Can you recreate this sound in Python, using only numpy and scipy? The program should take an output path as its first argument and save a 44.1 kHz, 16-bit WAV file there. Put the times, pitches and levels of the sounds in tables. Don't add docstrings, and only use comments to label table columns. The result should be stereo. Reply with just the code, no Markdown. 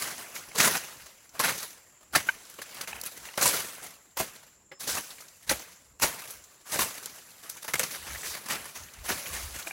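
import sys
import numpy as np
from scipy import signal
from scipy.fft import rfft, irfft, next_fast_len
from scipy.io import wavfile
from scipy.ndimage import uniform_filter1d

SR = 44100
rng = np.random.default_rng(int(sys.argv[2]) if len(sys.argv) > 2 else 0)


def boost_factor(decibels):
    exponent = np.asarray(decibels, float) / 20
    return 10 ** exponent


def to_wav(sig):
    pcm = np.clip(np.atleast_2d(sig), -1, 1) * 32767
    pcm = np.round(pcm).astype(np.int16)
    wavfile.write(sys.argv[1], SR, pcm.T)


N = 428652

# start in seconds, rustle in dB, shaking in seconds,
# settling in dB per second, ribs in dB relative to the rustle.
STROKES = [(0.0, -31, 0.011, 43, -7.5), (0.599, -29, 0.031, 46, -6), (1.37, -53, .02, 44, 3.5),
           (1.45, -37, 0.2, 119, -12), (2.146, -38, 0.052, 55, -5), (3.395, -28.5, 0.13, 56.5, -5.5),
           (4.187, -38.5, 0.015, 70.5, -4), (4.818, -38, 0.17, 41.5, -8.5), (5.49, -42.5, 0.13, 67, -6),
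           (6.015, -40.5, 0.14, 38, -6.5), (6.672, -40.5, 0.27, 23, -7.5), (9.06, -36.5, 0.37, 35, -7)]
SHAKE_RISE_S = 0.035
JOLTS_PER_S, JOLT_S, JOLT_DB = 60, 0.012, 1.2

# time in seconds, rustle in dB, ribs in relative dB.
HANDS = [(.3, -59, 12), (.5, -49, -3.5), (1.3, -67.5, -3.5), (1.72, -58.5, 2.5), (1.9, -63.5, -2.5),
         (2.1, -60, -3.5), (2.3, -53, -6), (2.57, -48, -8), (2.7, -44.5, -6), (2.8, -43, -1.5),
         (2.862, -49, -3), (2.92, -48, 2), (3.1, -45, -9), (3.3, -43.5, -5), (3.365, -46, -10),
         (3.6, -85, -4), (7.3, -95, 13), (7.46, -60, 3), (7.56, -55.5, 0), (7.68, -45, -19),
         (7.73, -43.5, -6), (7.8, -32, -11), (8.0, -42.5, -4), (8.32, -31.5, -13), (8.42, -46.5, -3.5),
         (8.55, -39, -3), (8.78, -47.5, -6.5), (9.03, -48, -3), (9.2, -73, -5)]

# peak in seconds, crackle in dB, knock in relative dB,
# knock pitch in Hz, time to fall 60 dB in seconds.
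SNAPS = [(1.399, -19.5, -5, 1070, 0.15), (2.589, -44.5, 6.5, 430, 0.092), (2.618, -29.5, -12, 1710, 0.068),
         (2.813, -25, -8.5, 1990, 0.057), (2.875, -34, -2.5, 2100, 0.28), (3.036, -32.5, -6, 1470, 0.068),
         (3.379, -24, -0.5, 497, 0.069), (4.173, -28, -4, 900, 0.16), (4.719, -58, 13, 2050, 0.12),
         (5.497, -19, -7, 1570, .19), (6.0, -31.5, -6, 960, 0.013), (6.021, -24.5, -4.5, 930, 0.45),
         (7.061, -34.5, -10, 1340, 0.13), (7.496, -35, -19, 1280, 0.23), (7.683, -28, -5, 1780, 0.11),
         (7.741, -18.5, -5, 2060, 0.032), (7.756, -26, -1.5, 2200, 0.054), (7.798, -23.5, -3, 520, 0.12),
         (7.833, -22, -7.5, 2060, 0.11), (7.909, -31, -13, 1700, 0.33), (8.461, -33.5, -4, 1700, 0.081),
         (8.487, -28, -12, 1044, 0.035)]
CUTS = [(.556, -29, -6, 443, 0.37), (.587, -15.5, -10.5, 1550, 0.042), (.604, -12.5, -7.5, 1880, 0.15),
        (.677, -18, -6.5, 980, 0.1), (.712, -24, -9, 1380, 0.29), (2.14, -31, -3, 1370, 0.065),
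        (2.159, -14.5, -3, 1670, 0.085), (2.839, -35, -4, 530, 0.065), (3.417, -28, 2.5, 1070, 0.025),
        (3.544, -30, -1, 1690, 0.06), (4.205, -26, -1.5, 640, 0.12), (4.806, -34.5, -16.5, 1570, 0.37),
        (4.879, -25, -7.5, 507, 0.048), (5.478, -41.5, -4, 1620, 0.45), (5.516, -20.5, -4.5, 520, 0.069),
        (6.761, -25, -2.5, 523, 0.031), (6.793, -24, -3.5, 980, 0.3), (6.887, -34.5, -15, 1170, 0.21),
        (7.633, -34, -15, 1270, 0.012), (8.372, -37, -1.5, 1660, 0.093), (9.046, -37, -8, 655, 0.054),
        (9.093, -25, -4.5, 1570, 0.37)]
TEARS = [(.061, -40, 1.5, 1560, 0.49), (.362, -33.5, -10, 2280, 0.31), (.645, -22.5, -2.5, 1380, 0.41),
         (.756, -25.5, -1.5, 1460, 0.11), (1.355, -44, -3, 664, 0.14), (1.447, -20, -4.5, 1540, 0.23),
         (1.489, -24, -4, 2000, 0.28), (3.067, -36, -4.5, 2500, 0.14), (3.427, -18.5, -11.5, 540, 0.72),
         (3.467, -18.5, -13, 2280, 0.38), (3.566, -28, -6.5, 950, 0.12), (3.595, -30.5, -6, 1014, 0.05),
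         (4.198, -25, -16, 613, 0.18), (4.894, -23.5, -10.5, 1530, 0.36), (4.953, -26.5, -10, 1450, 0.13),
         (4.977, -26, -4.5, 1000, 0.094), (6.036, -19.5, -7.5, 1830, 0.23), (6.308, -37.5, -13.5, 446, 0.2),
         (6.718, -35, -8, 1240, 0.12), (6.741, -25, -7.5, 567, 0.25), (6.82, -20.5, -12.5, 920, 0.21),
         (7.947, -36, -7, 1800, .13), (8.354, -31, -4.5, 2240, 0.03), (8.51, -24.5, -5, 1885, 0.28)]
# peak in seconds, crackle in dB, knock pitch in Hz,
# time to fall 60 dB in seconds.
BRUSHES = [(1.625, -37.5, 2500, 0.17), (2.271, -36, 1500, 0.32), (2.752, -40, 2600, 0.079),
           (3.178, -42, 2580, .051), (3.255, -38.5, 2220, 0.27), (3.829, -37, 705, 0.57),
           (5.207, -44.5, 1240, 0.085), (6.982, -33, 2440, .035), (7.16, -47, 1480, .3),
           (7.435, -41.5, 1150, 0.36), (7.574, -41.5, 1520, 0.11), (7.649, -33.5, 860, 0.077),
           (8.071, -35.5, 1630, 0.7), (8.246, -35, 1970, 0.62), (8.759, -37, 2020, 0.35),
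           (9.334, -30.5, 2140, 0.79), (9.547, -34.5, 2070, 0.29), (9.594, -35, 1440, 0.27),
           (9.671, -35, 670, .2)]
SNAP_RISE_S, CUT_RISE_S, TEAR_RISE_S, BRUSH_RISE_S = 0.0054, 0.016, 0.035, 0.017
BRUSH_KNOCK_DB = -6.5

# start in seconds, peak in dB.
BREAKS = [(0.5825, -17), (1.394, -7), (2.1267, -28), (2.619, -21), (2.812, -17), (3.0138, -11.5),
          (3.037, -13), (3.376, -13), (3.458, -15), (4.171, -17.5), (7.0586, -11.5), (7.4985, -15.5),
          (7.6795, -15.5), (7.7367, -5.5), (7.795, -1), (7.836, -13)]
# frequency in Hz, level in dB.
EDGE_COLOUR = [(300, -38.5), (1000, -14), (2000, -10.5), (3500, -2.5), (5000, 3), (7000, 1), (9000, 2.5),
               (12000, 1), (15000, -1), (16500, -6.5)]
# frequency in Hz, level in dB.
RIB_COLOUR = [(40, -33.5), (80, -11.5), (150, -3.5), (320, -6), (550, -1.5), (800, -3.5), (1100, -1),
              (2000, 0.5), (3000, -1), (5000, -27)]

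# start in seconds, peak in dB, pitch in Hz,
# time to fall 60 dB in seconds.
SPLITS = [(0.3618, -17.5, 2280, 0.038), (0.411, -33, 8680, 0.037), (0.601, -6, 2100, 0.025),
          (0.6274, -11, 4940, 0.034), (0.648, -12, 1750, 0.041), (0.6772, -9, 6950, 0.043),
          (1.292, -36, 6000, 0.043), (2.157, -8.5, 1620, 0.036), (2.3456, -36.5, 1900, 0.04),
          (2.4523, -32, 5250, 0.048), (2.4982, -29, 10700, 0.034), (2.54, -33, 7190, 0.04),
          (2.7445, -27, 11400, 0.036), (2.809, -21.5, 1760, 0.033), (3.0547, -22, 11300, 0.045),
          (3.0616, -18, 11200, 0.037), (3.0702, -25, 10600, 0.034), (3.1737, -29, 10600, 0.04),
          (3.412, -8.5, 6370, 0.037), (3.427, -6.5, 7600, 0.052), (3.4568, -8, 7840, 0.04),
          (3.468, -21, 2410, 0.026), (3.477, -10, 7300, 0.059), (4.797, -29, 8200, 0.034),
          (4.898, -18, 4080, 0.044), (4.9666, -35, 1490, 0.029), (5.105, -26, 4660, 0.091),
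          (5.183, -30.5, 2080, 0.048), (5.2074, -30.5, 5990, 0.067), (5.283, -31, 6430, 0.04),
          (5.493, -12, 1970, 0.045), (6.031, -7, 4260, 0.056), (6.306, -24, 10700, 0.058),
          (6.4393, -34, 7070, 0.07), (6.657, -38, 1300, 0.37), (6.806, -13, 6000, .04),
          (6.829, -22, 5530, 0.035), (7.5677, -29, 7260, 0.063), (7.68, -27, 1830, 0.044),
          (8.148, -20.5, 1830, 0.038), (8.2325, -22, 1680, 0.049), (8.8358, -31, 6050, 0.044),
          (8.885, -31, 2270, 0.04), (8.937, -31, 6220, 0.045), (9.258, -20, 2370, 0.055),
          (9.3414, -32, 2140, 0.035), (9.5876, -29, 6500, 0.047), (9.601, -29, 5500, .03),
          (9.625, -25, 4360, 0.04)]
SPLIT_RISE_S, SPLIT_DB, SPLIT_BARE_DB = 0.00055, -11, -9
SPLIT_WIDE = 0.29

# start in seconds, peak in dB, pitch in Hz,
# time to fall 60 dB in seconds.
BLOWS = [(0.598, -12, 1910, 0.036), (.627, -21, 905, 0.043), (.675, -18, 1033, .05), (.753, -18, 1490, .04),
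         (1.397, -18, 900, 0.037), (1.438, -18.5, 1430, 0.071), (1.445, -16, 1530, 0.029),
         (1.481, -21, 920, .05), (1.494, -28, 2100, 0.024), (2.137, -29, 1530, 0.043),
         (2.1502, -7, 1380, 0.028), (2.156, -10, 1754, 0.034), (2.162, -16, 2090, .04),
         (2.164, -23.5, 286, 0.072), (2.152, -9, 4040, .03), (2.159, -13, 4480, 0.032),
         (2.166, -19, 4700, 0.027), (2.618, -23.5, 1720, 0.027), (.646, -15, 3180, 0.031),
         (.678, -14.5, 3270, .03), (2.177, -39, 670, 0.035), (3.378, -21, 880, 0.031),
         (3.457, -16.5, 988, 0.072), (4.17, -24, 902, 0.061), (4.2005, -18.5, 656, 0.075),
         (4.21, -25, 624, 0.033), (4.216, -29.5, 247, 0.022), (4.205, -29.5, 131, 0.1),
         (5.4938, -6, 4160, 0.022), (5.4955, -7.5, 5800, 0.015), (5.497, -33, 1980, 0.021),
         (5.511, -15, 1950, 0.02), (5.5129, -15.5, 540, 0.052), (6.037, -16, 1414, 0.045),
         (6.044, -14, 580, 0.02), (6.04, -28.5, 140, 0.084), (6.791, -19.5, 1130, 0.079),
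         (7.681, -33, 1790, 0.024), (7.695, -32, 2000, 0.026), (7.7362, -13.5, 2140, 0.039),
         (7.755, -24, 2100, 0.033), (7.795, -12.5, 2220, 0.02), (7.797, -30, 4560, 0.018),
         (7.838, -25, 1760, 0.027), (7.837, -22, 4480, .02), (8.508, -23, 1890, 0.033),
         (9.049, -33, 920, 0.023), (9.091, -19, 6240, .02), (9.094, -23.5, 596, .04),
         (9.1024, -14, 1480, 0.017), (9.107, -21.5, 393, 0.038), (9.123, -25.5, 1165, 0.057)]
# multiple of the pitch, level in dB.
WALL_PARTIALS = [(0.622, -13.5), (0.998, -6), (1.13, -13), (1.55, -13.5)]

# start in seconds, level in dB.
STALK_HITS = [
    (2.2874, -13.5),
    (2.2894, -20),
    (2.2907, -16),
    (2.295, -19),
]
# pitch in Hz, level in dB, time to fall 60 dB in seconds.
STALK_PARTIALS = [(930, -17.5, 0.032), (1240, -15, 0.0097), (1530, 0, 0.029), (1970, -20, 0.021),
                  (2215, -1, 0.018), (2970, 1, 0.015), (3740, -19.5, 0.025)]

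# start in seconds, peak in dB, pitch in Hz.
TICKS = [(0.3616, -44, 2300), (0.5142, -34, 2180), (2.9294, -20, 2570), (2.9637, -31, 2550),
         (2.9894, -36, 2560), (3.2524, -29, 2800), (3.287, -26, 2770), (3.3174, -38, 2820),
         (3.339, -26.5, 2970), (3.6674, -40, 1910), (7.947, -28, 1840), (8.085, -36, 1580),
         (8.103, -33, 1870), (8.1574, -28, 2010), (8.263, -31, 1700), (9.6717, -21, 2430),
         (9.709, -22.5, 2390)]
# multiple of the pitch, level in dB.
RIB_PARTIALS = [(.33, -9.5), (.68, -8), (1.0, 2.5), (1.12, -1.5), (1.5, -14)]
TICK_T60_S, TICK_DB, TICK_SWELL_S = 0.017, 0.5, 0.0019

# start in seconds, level in dB.
TOUCHES = [
    (4.715, 1.5),
    (4.721, 3.5),
    (4.729, -11),
]
# pitch in Hz, level in dB, time to fall 60 dB in seconds.
TOUCH_PARTIALS = [(378, -12, 0.11), (550, -3.5, 0.11), (813, -10, 0.066), (1210, -11, 0.059),
                  (1680, -10.5, 0.058), (2060, 0.5, 0.031), (3430, 2, .05), (3908, -12, .06),
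                  (5140, -11, 0.032)]
TOUCH_DB = -42.5
# pitch in Hz, level in dB, time to fall 60 dB in seconds.
BLADE_PARTIALS = [(5249, -54, .6), (7230, -56, .5)]
BLADE_S = 4.726

# frequency in Hz, lead of the left in radians,
# likeness from 0 to 1, left over right in dB.
PORTS = [(0, -0.15, 1, 2.5), (443, 0.55, 0.91, -.5), (1060, 1.03, 0.89, -3.5), (2100, 1.5, 0.3, -3.5),
         (3020, 2.5, 0.38, 3.5), (3800, 0.95, 0.2, 6.5), (5400, 3.5, 0.3, 1.5), (5930, 5.5, 0.68, 5),
         (8660, 4, 0.52, 0), (9140, 4.5, 0.82, -2), (10260, 0.43, 0.38, -2.5), (11470, 0.5, 0.68, -0.5),
         (12930, -3, 0.6, 0), (13640, -1.5, 1, 0), (14250, -5, .9, 0)]
# low edge in Hz, high edge in Hz, change in dB.
SUM_GAPS = [(9050, 9230, -22), (12560, 13900, -28), (15950, 22050, -45), (16850, 22050, -60)]
# low edge in Hz, high edge in Hz, change in dB.
DIFFERENCE_GAPS = [(9950, 11900, -9.5), (14550, 26000, -18), (16100, 20000, -10)]

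# centre in seconds, level in dB.
WIND = [(0.7, -53), (1.03, -60), (1.51, -57), (2.17, -51), (2.36, -62), (3.24, -60), (3.87, -63),
        (4.58, -62.5), (5.92, -61), (6.38, -60), (8.3, -52.5), (8.62, -55), (2.96, -55), (3.47, -58),
        (4.23, -51.5), (4.96, -47.5), (5.53, -45), (6.06, -49), (6.82, -48), (8.04, -53), (8.14, -43.5),
        (8.84, -47), (9.02, -43.5), (9.13, -49), (9.34, -42), (9.45, -39.5), (9.54, -43.5)]
WIND_HZ, WIND_WIDTH_HZ, WIND_LEFT_DB = 61, 39, 10.5
BUMP_S, BREEZE_DB = 0.033, -78

# frequency in Hz, level in dB per Hz.
FIELD_COLOUR = [(18, -45), (30, 13), (1120, 2.5), (2220, -9), (4070, -11.5), (6050, -5), (7280, 8),
                (9230, -45), (10800, -29), (15200, -24), (16500, -29)]
FIELD_DB, INSECT_DB = -63, -62
INSECT_HZ, INSECT_WIDTH_HZ = 7350, 650


def leaves():
    clumps = jolting()
    edges, ribs = rustle() * clumps
    for s, db, rel_db, _, t60, rise in work():
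        add(edges, s - rise, (boost_factor(db) * burst(t60, rise)) ** 2)
        add(ribs, s - rise, (boost_factor(db + rel_db - 1.5) * burst(1.18 * t60, rise)) ** 2)
    for s, db in BREAKS:
        add(edges, s - 0.0005, (boost_factor(db - 10.5) * burst(0.017, 0.0005)) ** 2)
    edges = np.sqrt(edges) * clumps
    ribs = np.sqrt(ribs) * clumps

    fine = cracks(edges, 1430, 15200, per_s=6000, spread_db=0.0, cycles=0.96, count=8)
    ticks = cracks(edges, 2050, 12640, per_s=500, spread_db=3.5, cycles=1.45, count=6)
    hiss = edges * rng.standard_normal((2, N))
    fizz = boost_factor(-9.0) * fine + boost_factor(-12.0) * ticks + boost_factor(-3.5) * hiss
    for s, db in BREAKS:
        first_instant = boost_factor(db - 2.5) * np.array([[1.0], [0.6]])
        add(fizz, s + 0.0008, first_instant)

    taps = cracks(ribs, 278, 3300, per_s=580, spread_db=4.0, cycles=1.0, count=8)
    body = boost_factor(-17.5) * taps + coloured(ribs * rng.standard_normal((2, N)), RIB_COLOUR)
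    bright = dappled(coloured(fizz, EDGE_COLOUR), patchy_db=0.5, size=256, broad_db=1.48)
    return bright + dappled(body, patchy_db=2.5, size=512)


def work():
    brushes = [(s, db, BRUSH_KNOCK_DB, hz, t60) for s, db, hz, t60 in BRUSHES]
    kinds = (SNAPS, SNAP_RISE_S), (CUTS, CUT_RISE_S), (TEARS, TEAR_RISE_S), (brushes, BRUSH_RISE_S)
    return [(*row, rise) for rows, rise in kinds for row in rows]


def rustle():
    t = np.arange(2 * SR) / SR
    edges = boost_factor(curve(HANDS, 1)) ** 2
    ribs = edges * boost_factor(curve(HANDS, 2)) ** 2
    for s, db, shaking, settling_db, rel_db in STROKES:
        rise = min(SHAKE_RISE_S, s + 1 / SR)
        settled = abs(settling_db) * np.maximum(t - rise - shaking, 0)
        power = (np.minimum(t / rise, 1) ** 2 * boost_factor(db - settled)) ** 2
        add(edges, max(s - rise, 0), power)
        add(ribs, max(s - rise, 0), boost_factor(rel_db) ** 2 * power)
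    return np.array([edges, ribs])


def jolting():
    jolts = rng.exponential(1, N) ** 0.5 * (rng.random(N) < JOLTS_PER_S / SR)
    jolts = signal.lfilter([1], [1, -np.exp(-1 / (JOLT_S * SR))], jolts)
    return boost_factor(JOLT_DB * evened(jolts - jolts.mean()))


def cracks(level, lo_hz, hi_hz, per_s, spread_db, cycles, count):
    size = boost_factor(spread_db * np.minimum(rng.exponential(1, N), 4))
    happens = rng.random(N) < per_s / SR
    train = evened(size * happens) * rng.choice([-1.0, 1.0], (2, N)) * level
    kind = rng.integers(0, count, N)
    out = np.zeros((2, N))
    for k, hz in enumerate(np.linspace(lo_hz, hi_hz, count)):
        turns = np.arange(512) * hz / SR
        grain = np.sin(2 * np.pi * turns) * np.exp(-turns / cycles)
        grain /= np.linalg.norm(grain)
        out += signal.oaconvolve(train * (kind == k), grain[None], axes=1)[:, :N]
    return out


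def splits():
    hiss, out = rng.standard_normal((2, N + SR)), np.zeros((2, N))
    for s, db, hz, t60 in SPLITS:
        shape = boost_factor(db + SPLIT_DB) * burst(t60, SPLIT_RISE_S)
        noise = hiss[:, round(s * SR):][:, :len(shape)]
        leaf = evened(resonate(noise, hz, SPLIT_WIDE * hz))
        bare = evened(np.diff(noise, prepend=0))
        add(out, s, shape * (leaf + boost_factor(SPLIT_BARE_DB) * bare))
    return out


def knocks():
    shake, out = rng.standard_normal((2, N + SR)), np.zeros((2, N))
    ratios = rng.uniform([0.35, 1.25], [0.75, 1.7], (len(work()), 2))
    for (s, db, rel_db, hz, t60, rise), (low, high) in zip(work(), ratios):
        shape = boost_factor(db + rel_db) * burst(0.59 * t60, rise)
        push = shape * shake[:, round(s * SR):][:, :len(shape)]
        rung = resonate(push, hz, width=46)
        rung += 0.35 * resonate(push, low * hz, width=43)
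        rung += 0.16 * resonate(push, high * hz, width=45)
        hollow = 0.5 * resonate(push, hz, width=0.57 * hz)
        add(out, s - rise, rung + hollow)
    return boost_factor(14.0) * out


def blows():
    out = np.zeros(N)
    for s, db, hz, t60 in BLOWS:
        wall = [(k * hz, rel_db, max(t60, 0.008)) for k, rel_db in WALL_PARTIALS]
        add(out, s, boost_factor(db) * soft_start() * ringing(wall))
    return out


def stalk_taps():
    out = np.zeros(N)
    for s, db in STALK_HITS:
        add(out, s, boost_factor(db) * soft_start() * ringing(STALK_PARTIALS))
    return out


def rib_ticks():
    t, out = np.arange(SR // 10) / SR, np.zeros(N)
    for s, db, hz in TICKS:
        rib = [(k * hz, rel_db, TICK_T60_S) for k, rel_db in RIB_PARTIALS]
        add(out, s, boost_factor(db + TICK_DB) * np.minimum(t / TICK_SWELL_S, 1) * ringing(rib))
    return out


def blade():
    t, out = np.arange(SR // 10) / SR, np.zeros(N)
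    for s, db in TOUCHES:
        add(out, s, boost_factor(TOUCH_DB + db) * soft_start() * ringing(TOUCH_PARTIALS))
    steel = ringing(BLADE_PARTIALS) * np.minimum(t / 0.0072, 1)
    add(out, BLADE_S, steel[:int(0.075 * SR)])
    return out


def soft_start():
    return 1 - np.exp(-np.arange(SR // 10) / SR / 0.00044)


def ringing(modes):
    t = np.arange(SR // 10) / SR
    return sum(boost_factor(db - 60 * t / t60) * np.sin(2 * np.pi * hz * t) for hz, db, t60 in modes)


def ports(pair):
    f, lead, same, left_db = np.transpose(PORTS)
    size = next_fast_len(N)
    hz = np.fft.rfftfreq(size, 1 / SR)
    same = np.clip(np.interp(hz, f, same), 0, 1)
    shared, apart = rfft(pair, size, axis=1) * np.sqrt([(1 + same) / 2, (1 - same) / 2])
    half = np.exp(0.5j * np.interp(hz, f, lead)) * boost_factor(np.interp(hz, f, left_db) / 2)
    return irfft(np.array([(shared + apart) * half, (shared - apart) / half]), size, axis=1)[:, :N]


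def wind():
    t = np.arange(N) / SR
    power = boost_factor(BREEZE_DB) ** 2
    power = power + sum(boost_factor(2 * db) * np.exp(-((t - s) / BUMP_S) ** 2) for s, db in WIND)
    air = rng.standard_normal((2, N))
    for _ in range(2):
        air = resonate(air, WIND_HZ, WIND_WIDTH_HZ)
    left, own = air / np.sqrt(uniform_filter1d(air ** 2, size=1500, axis=1) + 1e-12)
    pair = evened(np.array([left, 0.1 * left + 2.05 * own]))
    return np.sqrt(power) * pair * boost_factor([[WIND_LEFT_DB / 2], [-WIND_LEFT_DB / 2]])


def field():
    hush = coloured(rng.standard_normal((2, N)), FIELD_COLOUR)
    hush = boost_factor(FIELD_DB) * dappled(hush, patchy_db=4.0, size=1024)
    band = rng.standard_normal((2, N))
    for _ in range(2):
        band = resonate(band, INSECT_HZ, INSECT_WIDTH_HZ)
    tremble = evened(uniform_filter1d(rng.standard_normal(N), size=300))
    swell = evened(uniform_filter1d(rng.standard_normal(N), size=6000))
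    return hush + boost_factor(INSECT_DB + 1.2 * tremble + 1.1 * swell) * evened(band)


def dappled(x, patchy_db, size, broad_db=0):
    z = signal.stft(x, nperseg=size)[2]
    chance = rng.standard_normal(z.shape[1:])
    patches = evened(uniform_filter1d(uniform_filter1d(chance, size=4, axis=0), size=4, axis=1))
    broad = evened(uniform_filter1d(uniform_filter1d(chance[::-1], size=9, axis=0), size=22, axis=1))
    shift_db = patchy_db * patches + broad_db * broad
    shift_db -= 0.115 * (patchy_db ** 2 + broad_db ** 2)
    return signal.istft(z * boost_factor(shift_db), nperseg=size)[1][:, :N]


def coloured(x, spectrum):
    f, db = np.transpose(spectrum)
    hz = abs(np.fft.fftfreq(4096, 1 / SR))
    log_gain = np.log(boost_factor(np.interp(np.log(hz + 1), np.log(f), db)))
    taps = np.fft.ifft(np.exp(np.conj(signal.hilbert(log_gain)))).real[:2048]
    return signal.oaconvolve(x, taps[None] / np.linalg.norm(taps), axes=1)[:, :N]


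def resonate(x, hz, width):
    r = np.exp(-np.pi * width / SR)
    return 2 * signal.lfilter([1 - r], [1, -r * np.exp(2j * np.pi * hz / SR)], x).real


def burst(t60, rise):
    t60, rise = np.clip(t60, 0.012, 0.4), np.clip(rise, 0.0005, 0.05)
    t = np.arange(int((t60 + rise) * SR)) / SR
    return np.minimum(t / rise, 1) ** 2 * boost_factor(-60 * np.maximum(t - rise, 0) / t60)


def evened(x):
    return x / np.sqrt(np.mean(x ** 2) + 1e-20)


def curve(rows, column):
    rows = np.array(rows)
    return np.interp(np.arange(N) / SR, rows[:, 0], rows[:, column])


def add(mix, s, sound):
    part = mix[..., round(s * SR):][..., :sound.shape[-1]]
    part += sound[..., :part.shape[-1]]


def scene():
    struck = blows() + stalk_taps() + rib_ticks() + blade()
    struck = np.array([struck, np.roll(struck, 9)])
    cane = leaves() + splits() + knocks() + struck
    return ports(cane) + wind() + field()


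def roll_off(x):
    return signal.sosfilt(signal.butter(12, 16990, fs=SR, output="sos"), x)


def record(dry):
    total_and_difference = np.array([dry[0] + dry[1], dry[0] - dry[1]]) / 2
    hz, _, z = signal.stft(total_and_difference, SR, nperseg=2048)
    treble_db = 10 * np.log10((abs(z[:, hz > 3000]) ** 2).mean((0, 1)) + 1e-14)
    steady = np.where(np.diff(treble_db, prepend=0) > 6.0, 0.45, 1)
    slide = uniform_filter1d(rng.standard_normal(len(steady)), size=3)
    hz = hz[:, None]
    gaps_db = np.zeros(z.shape)
    for gap_db, gaps in zip(gaps_db, (SUM_GAPS, DIFFERENCE_GAPS)):
        for lo, hi, db in gaps:
            inside = (hz > lo) & (hz < hi + 560 * slide)
            gap_db += db * steady * inside
    bass_cut = 1 / np.sqrt(1 + (41 / (hz + 1)) ** 9)
    total, difference = signal.istft(z * bass_cut * boost_factor(gaps_db), SR, nperseg=2048)[1][:, :N]
    return roll_off(np.array([total + difference, total - difference]))


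dry = scene()
out = record(dry)
to_wav(out)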